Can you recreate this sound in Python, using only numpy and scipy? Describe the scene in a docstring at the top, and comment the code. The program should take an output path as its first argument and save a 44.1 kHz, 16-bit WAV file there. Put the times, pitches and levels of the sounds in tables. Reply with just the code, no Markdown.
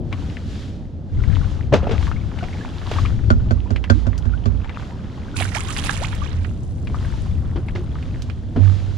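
"""Drifting boat, from the stern

A small boat drifts on a light swell, with an action camera at its stern and wind rumbling on its two ports.
Noise bursts and rising sine bubbles make the water that slaps, drips and laps along the hull; a soft hiss
swells and sinks. Seven knocks ring the floor's modes. Something thrown overboard plunges in on the right:
streams of tiny bubbles make its spray and fizzing foam. The plunge and a last wave set the hull booming
on wavering low tones."""
import sys
import numpy as np
from scipy import signal
from scipy.fft import rfft, irfft
from scipy.io import wavfile
from scipy.ndimage import uniform_filter1d

SR = 44100
rng = np.random.default_rng(int(sys.argv[2]) if len(sys.argv) > 2 else 0)


def file_out(sig):
    """Save sig as 16-bit WAV at sys.argv[1]."""
    # one column per channel
    cols = np.atleast_2d(sig).T
    # limit, then scale
    lim = np.clip(cols, -1, 1)
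    pcm = np.round(lim * 32767).astype(np.int16)
    wavfile.write(sys.argv[1], SR, pcm)


N = 395577
T = np.arange(N) / SR  # s


def undb(db):
    """Decibels to gain."""
    return 10 ** (np.asarray(db) / 20)


def unit(x):
    """Scale to an rms of one."""
    return x / np.sqrt(np.mean(x ** 2))


def curve(rows, axis=1):
    """One column of a table, joined by straight lines in time."""
    rows = np.asarray(rows)
    return np.interp(T, rows[:, 0], rows[:, axis])


def sides(pan_db):
    """Left and right gains with a mean of one; pan_db is left minus right."""
    gains = undb(np.array([pan_db, -pan_db]) / 2).reshape(2, -1)
    return gains / gains.mean(axis=0)


def colour(x, points, tilt_db=0):
    """Filter by a spectrum, tilted in dB per octave and falling away above its last point; unit rms."""
    hz, db = np.transpose(points)
    octave = np.log2(np.maximum(np.fft.rfftfreq(x.shape[-1], 1 / SR), 1))
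    gain_db = np.interp(octave, np.log2(hz), db + tilt_db * np.log2(hz))
    gain_db = gain_db - 20 * np.maximum(octave - np.log2(hz[-1]), 0)
    return unit(irfft(rfft(x) * undb(gain_db), x.shape[-1]))


def noise(likeness, size=N):
    """Two channels of noise with a given correlation."""
    mid, side = rng.standard_normal((2, size))
    c = np.clip(likeness, 0, 1)
    return (np.sqrt(1 + c) * mid + np.sqrt(1 - c) * np.array([side, -side])) / np.sqrt(2)


def walk(rate):
    """Smooth random wander with a spread near one, renewed rate times a second."""
    hold = int(SR / rate)
    steps = np.repeat(rng.standard_normal(N // hold + 1), hold)
    smooth = uniform_filter1d(uniform_filter1d(steps, hold), hold)
    return unit(smooth[:N])


def fade(t, t60):
    """Exponential decay after an onset of a fraction of a millisecond."""
    return np.exp(-np.log(1000) * t / t60) * (1 - np.exp(-(t / .0002) ** 2))


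def surge(start_s, db, rise, hold, t60):
    """Gain that climbs 60 dB in the rise time, holds its level from start_s on, then dies away."""
    below = np.maximum(np.maximum((start_s - T) / rise, (T - start_s - hold) / t60), 0)
    return undb(db) * np.exp(-np.log(1000) * np.minimum(below, 2))


def together(gains):
    """Overlapping surges add in power."""
    return np.sqrt(sum(g ** 2 for g in gains))


def add(out, start_s, x):
    """Mix a sound in at a time."""
    i = max(int(start_s * SR), 0)
    out[:, i:i + x.shape[-1]] += x[:, :max(N - i, 0)]


def bubble(hz, cycles, glide):
    """A ringing air bubble; its pitch climbs as it nears the surface."""
    life = cycles / hz
    t = T[:int(life * SR) + 2]
    return np.sin(2 * np.pi * hz * t * (1 + glide * t / life / 2)) * fade(t, life)


BUBBLE_GLIDE = 0.6  # greatest rise in pitch over a bubble's life, as a share


def bubbles(low_hz, high_hz, cycles, spread_db, width_db, count):
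    """A steady stream of bubbles, many faint and a few loud; with very few cycles they crackle."""
    out = np.zeros((2, N))
    for when, pitch, size, life, place, climb in rng.random((count, 6)):
        hz = low_hz * (high_hz / low_hz) ** pitch
        ring = bubble(hz, cycles * (.5 + life), BUBBLE_GLIDE * climb)
        gain = undb(-spread_db * np.log(size + .02))
        add(out, when * T[-1], ring * gain * sides(width_db * (2 * place - 1)))
    return unit(out)


def crack(hz, t60):
    """A broad click around one pitch: a sharp snap, then a softer tail."""
    snap_t60_s = 0.0066
    t = T[:SR // 10]
    burst = colour(noise(0.77, size=len(t)), [(hz / 3, -8), (hz, 0), (hz * 1.27, -3), (hz * 2.4, -21)])
    return burst * (fade(t, snap_t60_s) + fade(t, t60) / 2)


SPLASH_RISE_S = 0.03  # time to climb 60 dB, for falling water and for gurgles

# spectrum of churned water, before each slap's tilt: pitch_hz, level_db (per Hz)
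SLAP_COLOUR = [(30, -38), (80, -0.5), (260, 2), (650, -4), (1000, -10.5), (1500, -11.5), (2200, -18),
               (2900, -15.5), (6500, -30), (9000, -47)]
# water slapping the hull, levels relative:
# start_s, level_db, churn_t60_s, air_start_hz, brightness_db (per octave)
SLAPS = [(1.725, -11.5, 0.088, 527, -2.5), (1.736, -6.5, 0.087, 596, -1.6), (1.752, -23, 0.17, 470, 0.5),
         (1.829, -29.5, 0.32, 518, -2.5), (1.869, -18, 0.061, 674, -4), (1.892, -24, 0.08, 432, -1.5),
         (1.912, -23.5, 0.21, 438, -0.5), (2.426, -30, 0.18, 684, -1.5), (2.913, -25, 0.049, 700, 2),
         (7.558, -28.5, 0.17, 330, -2), (7.751, -34.5, 0.22, 350, 1), (8.561, -19, 0.14, 179, -4),
         (8.575, -20, 0.31, 239, -10)]
GURGLE_DB, GURGLE_T60_S = -11.5, 0.22  # level relative to the slap's table level, before its brightness


def slaps():
    """A burst of churned water and a pocket of trapped air that rings briefly, then breaks up and gurgles."""
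    out, t = np.zeros((2, N)), T[:SR // 4]
    attack = 1 - np.exp(-t / 0.0012)
    for start_s, db, t60, hz, bright_db in SLAPS:
        churn = colour(noise(0.79, size=len(t)), SLAP_COLOUR, bright_db) * fade(t, t60)
        pocket = undb(4) * np.sin(2 * np.pi * hz * t * (1 + 2 * t)) * fade(t, 0.42 * t60)
        add(out, start_s, undb(db + 4.0) * (churn + pocket) * attack * sides(0.69))
    # dull slaps gurgle less
    breakup = together([surge(start_s, db + GURGLE_DB + bright_db, SPLASH_RISE_S, 0, GURGLE_T60_S)
                        for start_s, db, _, _, bright_db in SLAPS])
    return out + breakup * bubbles(300, 1165, 13, 1.2, 2, count=2800)


# spectrum of the spray, before its tilt: pitch_hz, level_db (per Hz)
SPRAY_COLOUR = [(400, -1), (900, -2), (3300, 1.5), (5000, -2), (7500, -0.5), (10000, -14), (11500, -45),
                (15500, -39)]
# spectrum of the mist and foam: pitch_hz, level_db (per Hz)
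FOAM_COLOUR = [(2000, -10.5), (4500, -12.5), (7000, -3), (10300, 0.5), (11500, -16), (15000, -20)]
# the plunge and the sheets of water that fall back after it, levels relative:
# start_s, spray_db, mist_db, spray_t60_s
SPLASHES = [(5.368, -24, -27.5, 0.29), (5.405, -20.5, -28, .11), (5.548, -23, -33, 0.4),
            (5.685, -33, -32.5, 0.27), (5.772, -31, -36, 0.63), (5.842, -30, -32, 0.53),
            (5.865, -26, -48, 0.64), (6.02, -29.5, -40, 0.17)]
PATTER_DB, PATTER_HOLD_S, PATTER_T60_S = -38, 0.94, 0.63  # stray drops after the plunge, relative level
FOAM_DB, FOAM_HOLD_S, FOAM_T60_S = -59.5, 1.6, 8.2  # relative level
LEFT_LAG_S = 0.00005  # the splash reaches the left port this much later


def splash():
    """Spray crackles back in clumps to the right, with rising bubble chirps; mist and foam fizz all around."""
    plunge_s = SPLASHES[0][0]
    falling = together([surge(plunge_s, PATTER_DB, SPLASH_RISE_S, PATTER_HOLD_S, PATTER_T60_S)]
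                       + [surge(start_s, db, SPLASH_RISE_S, 0, t60) for start_s, db, _, t60 in SPLASHES])
    misting = together([surge(plunge_s, FOAM_DB, SPLASH_RISE_S, FOAM_HOLD_S, FOAM_T60_S)]
                       + [surge(start_s, db, SPLASH_RISE_S, 0, 1.57 * t60)
                          for start_s, _, db, t60 in SPLASHES])
    crackle = bubbles(900, 7000, 10, 2.7, 6, count=9000)
    chirps = bubbles(700, 3800, 28, 2.9, 10, count=3400)
    drops = unit(crackle + 1.3 * chirps)
    spray = colour(drops, SPRAY_COLOUR, 3.4) * falling * undb(-4.5)
    fizz = unit(bubbles(3250, 14700, 5.0, 3, 22, count=6000) + noise(0.22) / 2)
    foam = colour(fizz, FOAM_COLOUR) * misting
    clumps = undb(1.8 * walk(70))
    left, right = clumps * (spray * sides(-24.0) + foam * sides(-.5))
    return np.array([np.interp(T - LEFT_LAG_S, T, left), right])


# knocks on the boat's floor, levels relative: start_s, level_db, hardness_db (per octave)
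KNOCKS = [(3.303, 3.5, -1.5), (3.508, 0, -1.9), (3.705, 1.5, -3.5), (3.899, 5, -1), (4.067, 1.5, -4),
          (4.254, 2, -6), (4.457, 3, -3.5)]
# what the floor rings with, before each knock's hardness and spot:
# pitch_hz, level_db, t60_s, left_minus_right_db
HULL = [(58.13, -8.5, 0.91, -34), (93.8, 1, 0.2, -30.5), (234, -7, 0.21, -12.5), (356, -19.5, 0.094, 7),
        (406, -16.5, 0.16, -9.5), (554, -7.5, 0.068, -14), (625, -8.5, 0.049, -2.5), (1194, -17, 0.1, 2.5),
        (1450, -10.5, 0.075, 3.5), (1516, -21.5, 0.099, -4), (3400, -24, 0.04, 8.5),
        (4520, -17, 0.041, -17)]


def knocks():
    """Blows ring the floor's modes; harder is brighter with more crack, each spot favours other upper modes."""
    out, t = np.zeros((2, N)), T[:SR]
    heard = np.maximum(t - np.array([[0], [.0004]]), 0)  # the right port hears the modes a little later
    for start_s, db, hard_db in KNOCKS:
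        ring = colour(noise(0.12, size=len(t)),
                      [(200, 11.5), (800, 11.0), (3400, -1.0), (7000, -4.5), (10000, -29.0)])
        ring = ring * fade(t, 0.085) * undb(-22.5 + 3.27 * hard_db)
        for hz, mode_db, t60, pan_db in HULL:
            spot_db = 2.5 * rng.standard_normal() * (hz > 300)
            bright_db = hard_db * np.log2(hz / HULL[0][0])
            gain = undb(mode_db + spot_db + bright_db) * undb([[pan_db], [0]])
            build = 1 - np.exp(-heard * hz / 0.95)  # heavy low modes take longer to get going
            spread = 0.012 + 0.018 * (hz > 300)  # beating pairs, looser in the upper modes
            pair = rng.standard_normal(2)
            tone = sum(np.sin(2 * np.pi * hz * (1 + spread * d) * heard) for d in pair) / 2
            ring = ring + gain * tone * build * fade(heard, t60)
        add(out, start_s, undb(db) * ring)
    return out


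# the hull's air space booming after a push of water, level on the right port:
# start_s, level_db, mean_pitch_hz, hold_s, left_minus_right_db
BOOMS = [(5.375, -16, 96.6, 0.077, -17.5), (6.366, -16.5, 86, 0.027, -8.5), (8.602, -3, 96.4, 0.082, -20)]
BOOM_RISE_S, BOOM_T60_S = 0.12, 0.45
BOOM_TAIL_DB, BOOM_TAIL_T60_S = -12.5, 5  # level relative to the boom


def boom():
    """The hull's low resonance, fed by a push of water, then ringing out with a faint long tail."""
    out = np.zeros((2, N))
    for start_s, db, hz, hold, pan_db in BOOMS:
        wavering_hz = hz * (1 + 0.0177 * walk(21))
        tone = np.sin(2 * np.pi * np.cumsum(wavering_hz) / SR)
        ring = together([surge(start_s, 0, BOOM_RISE_S, hold, BOOM_T60_S),
                         surge(start_s, BOOM_TAIL_DB, BOOM_RISE_S, hold, BOOM_TAIL_T60_S)])
        out += tone * ring * undb(db) * undb([[pan_db], [0]])
    return out


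# large bubbles that rise in pitch, levels before shaping and panning:
# start_s, level_db, start_hz, end_hz, length_s, left_minus_right_db
GULPS = [(3.948, -21.5, 272, 345, 0.044, -3), (5.408, -16, 590, 895, 0.0077, -6),
         (5.551, -24, 582, 1320, 0.044, -15), (5.679, -30.5, 1026, 1430, 0.041, -23),
         (6.008, -23.5, 450, 1440, 0.043, -12), (6.045, -20, 1800, 3730, 0.01, -14),
         (7.565, -21.5, 334, 360, 0.039, 0), (7.776, -24, 338, 373, 0.049, 0)]


def gulps():
    """Air pockets ring clearly and sweep upward in pitch as they near the surface."""
    out = np.zeros((2, N))
    for start_s, db, start_hz, end_hz, length, pan_db in GULPS:
        age = np.linspace(0, 1, int(length * SR))
        tone = np.sin(2 * np.pi * np.cumsum(start_hz * (end_hz / start_hz) ** age) / SR)
        shape = np.sqrt(4 * age * (1 - age)) * np.exp(-.8 * age)
        add(out, start_s, undb(db) * sides(pan_db) * tone * shape)
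    return out


# drips and small plips, levels relative: start_s, level_db, pitch_hz (where the bubble starts),
# left_minus_right_db
DRIPS = [(0.127, -25, 2230, 4), (0.299, -38, 2500, 4), (0.369, -32, 1890, 5), (1.238, -32.5, 1890, 3),
         (1.356, -35, 2700, 0), (2.076, -27.5, 1114, 2), (2.114, -27.5, 1320, 6), (2.439, -31.5, 2200, -5),
         (2.816, -33, 1260, -6), (2.871, -33, 958, 5), (2.962, -29, 906, 3), (2.985, -21.5, 1090, 4),
         (3.051, -26.5, 1240, 4), (3.058, -27, 2300, 6), (5.4, -20.5, 2900, -12),
         (5.4226, -18.5, 2190, -12), (5.452, -26.5, 1500, -15), (5.553, -25, 1650, -13),
         (5.673, -33.5, 3550, -10), (5.705, -28.5, 2860, -17), (5.765, -23.5, 2700, -7),
         (5.787, -23.5, 3050, -9), (5.839, -24.5, 3330, -15), (5.894, -17, 1620, -15),
         (6.447, -31.5, 1840, -28), (6.872, -32, 2340, 3), (6.944, -27, 1196, 3), (7.048, -34, 1540, 2),
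         (7.685, -30.5, 2080, 5), (7.758, -32, 2020, -6), (7.955, -33.5, 1230, 1), (8.026, -37.5, 2410, -3)]


def drips():
    """A drop cracks on the surface and rings one clear bubble."""
    out = np.zeros((2, N))
    for start_s, db, hz, pan_db in DRIPS:
        gain = undb(db) * sides(pan_db)
        add(out, start_s, gain * crack(hz, t60=0.081))
        add(out, start_s + 0.00083, gain * 1.5 * bubble(hz, 42, 0.2))
    return out


# small bubbles that pop up with a clear, gently rising note:
# start_s, peak_db (before panning), start_hz, left_minus_right_db
PLOPS = [(0.125, -31.5, 1063, 5), (2.163, -33.5, 2120, 5), (2.409, -34, 1420, 6), (2.528, -35, 2080, -6),
         (2.609, -33, 1640, -8), (3.397, -41, 1400, -8), (3.659, -37.5, 950, -8), (4.336, -30, 1396, 6),
         (5.342, -33.5, 1410, 8), (5.518, -33, 1860, -20), (6.218, -26.5, 1132, -30),
         (6.274, -35.5, 2820, -7)]
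PLOP_CYCLES, PLOP_GLIDE, PLOP_ATTACK_S = 80, 0.3, 0.0011  # glide is a share of the pitch


def plops():
    """Single bubbles well up beside the hull and ring softly, with no click of impact."""
    out = np.zeros((2, N))
    for start_s, db, hz, pan_db in PLOPS:
        ring = bubble(hz, PLOP_CYCLES, PLOP_GLIDE)
        ring = ring * (1 - np.exp(-T[:len(ring)] / PLOP_ATTACK_S))
        add(out, start_s, ring / np.abs(ring).max() * undb(db) * sides(pan_db))
    return out


# tackle ticking, levels relative: start_s, level_db, pitch_hz, left_minus_right_db
TICKS = [(1.911, -26.5, 2250, 6), (2.388, -28.5, 2400, 1), (3.761, -23, 2290, -2), (3.841, -23, 2170, -3),
         (4.179, -34, 5270, -3), (4.645, -30, 1690, 9), (4.694, -26.5, 1920, 5), (6.151, -38.5, 7350, -8),
         (8.221, -34, 5030, -9), (8.299, -31.5, 2430, -13)]


def ticks():
    """Small hard pieces of tackle touch with a short bright rattle."""
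    out = np.zeros((2, N))
    for start_s, db, hz, pan_db in TICKS:
        add(out, start_s, crack(hz, t60=0.069) * undb(db) * sides(pan_db))
    return out


# spectrum of the soft hiss: pitch_hz, level_db (per Hz)
HISS_COLOUR = [(300, 8), (800, -6.5), (1600, -0.5), (2400, -4.5), (3300, -0.5), (4600, -5.5), (7200, -12.5),
               (8500, -22), (10000, -22), (13500, -37), (15000, -62)]
# lapping along the hull and swells of soft hiss, levels relative: crest_s, lapping_db, hiss_db, length_s
LAPS_AND_HISS = [(0.164, -47, -47.5, 0.14), (0.47, -81, -45.5, 0.11), (1.192, -49.5, -50, 0.12),
                 (1.327, -43, -48, 0.15), (1.856, -40, -48.5, 0.13), (1.975, -50, -42, 0.047),
                 (2.416, -44.5, -47.5, 0.46), (2.877, -42, -40, 0.089), (3.523, -52.5, -61, 0.2),
                 (3.897, -53, -48.5, 0.061), (4.105, -47, -56.5, 0.51), (4.748, -43, -50, 0.084),
                 (5.123, -47.5, -53, 0.39), (5.818, -43.5, -49, 0.29), (6.974, -45.0, -47.5, 0.17),
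                 (7.427, -48, -61, 0.23), (7.936, -49, -53, 0.27), (8.604, -46, -46, 0.083),
                 (8.743, -48.5, -49, 0.14)]
RISE, LAP_FALL, HISS_FALL = 5.03, 11.2, 7.64  # times to climb or sink 60 dB, in lengths of the row
HISS_LAG_S, CALM_LAP_DB, CALM_HISS_DB = 0.042, -55.5, -66  # calm levels are relative
BUBBLE_SPREAD_DB = 4  # spread of bubble levels
BUBBLE_DROP = 1  # further dB that the bubbles drop for each dB that lapping falls below -40


def lapping_and_hiss():
    """Water laps along the hull with bubbles that thin out in quiet; a soft hiss swells, often near the laps."""
    lap = together([undb(CALM_LAP_DB)]
                   + [surge(crest_s, db, RISE * length, length, LAP_FALL * length)
                      for crest_s, db, _, length in LAPS_AND_HISS])
    hiss_gain = together([undb(CALM_HISS_DB)]
                         + [surge(crest_s + HISS_LAG_S, db, RISE * length, length, HISS_FALL * length)
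                            for crest_s, _, db, length in LAPS_AND_HISS])
    hiss = colour(noise(0.7), HISS_COLOUR) * hiss_gain * undb(3.5 + 0.52 * walk(16))
    lap_db = 20 * np.log10(lap)
    wash = colour(noise(0.088), [(200, -6.0), (600, 7.5), (1400, 0), (3000, -26.0)]) * undb(lap_db - 2.5)
    bubble_db = lap_db + BUBBLE_DROP * np.minimum(lap_db + 40, 0)
    ringing = bubbles(750, 3400, 30, BUBBLE_SPREAD_DB, 12, count=1300)
    crackling = bubbles(900, 3600, 7, 5, 10, count=800)
    trickle = (ringing + crackling) * undb(bubble_db - 0.5)
    return hiss + (trickle + wash) * sides(0.53)


# spectrum of the wind on the ports: pitch_hz, level_db (per Hz)
WIND_COLOUR = [(15, -8), (30, -2), (85, 6), (130, -2), (200, -14), (500, -36), (1000, -58), (2500, -74.5)]
# strength of the wind on the two microphone ports, relative: time_s, left_db, right_db
WIND = [(0.2, -23.5, -27), (0.8, -29.5, -28.5), (1.1, -29.5, -28), (1.17, -13, -15.5), (1.3, -7.5, -26),
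        (1.52, -16.5, -21), (2.1, -14.5, -23), (2.75, -26, -29), (3.08, -11.5, -20), (3.45, -14.5, -16.5),
        (3.68, -29.5, -23.5), (4.62, -27, -19), (4.85, -31, -30), (5.42, -25.5, -27.5), (6.3, -19.5, -22),
        (6.65, -24.5, -23.5), (7.2, -15.5, -22), (8.45, -25.5, -23.5)]


def wind():
    """Low eddies buffet the two ports only partly alike; the lap of the swell above them is shared."""
    eddies = colour(noise(0.57), WIND_COLOUR)
    shared = colour(noise(1.0), WIND_COLOUR)
    low = signal.butter(2, 170, "low", fs=SR, output="sos")
    high = signal.butter(2, 170, "high", fs=SR, output="sos")
    rumble = signal.sosfilt(low, eddies) + signal.sosfilt(high, shared)
    gust_db = np.array([curve(WIND, axis=1), curve(WIND, axis=2)])
    buffet = rumble * undb(gust_db + 0.61 * walk(22) - 2.0)
    # the swell murmurs on between gusts
    murmur = colour(noise(0.95), [(60, -12.0), (110, 2.0), (240, 0.5), (400, -10.5), (800, -21.5),
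                                  (2000, -70.5)])
    return buffet + murmur * undb(-34.5 + 1.54 * walk(8.2))


def scene():
    """Everything heard from the stern."""
    water = slaps() + splash() + gulps() + drips() + plops() + lapping_and_hiss()
    boat = knocks() + boom() + ticks()
    return water + boat + wind()


TOP_HZ = 15700


def record(dry):
    """The camera clips the hardest peaks and cuts the top."""
    lowpass = signal.ellip(8, .2, 80, TOP_HZ, fs=SR, output="sos")
    return signal.sosfilt(lowpass, np.clip(dry, -1, 1))


dry = scene()
out = record(dry)
file_out(out)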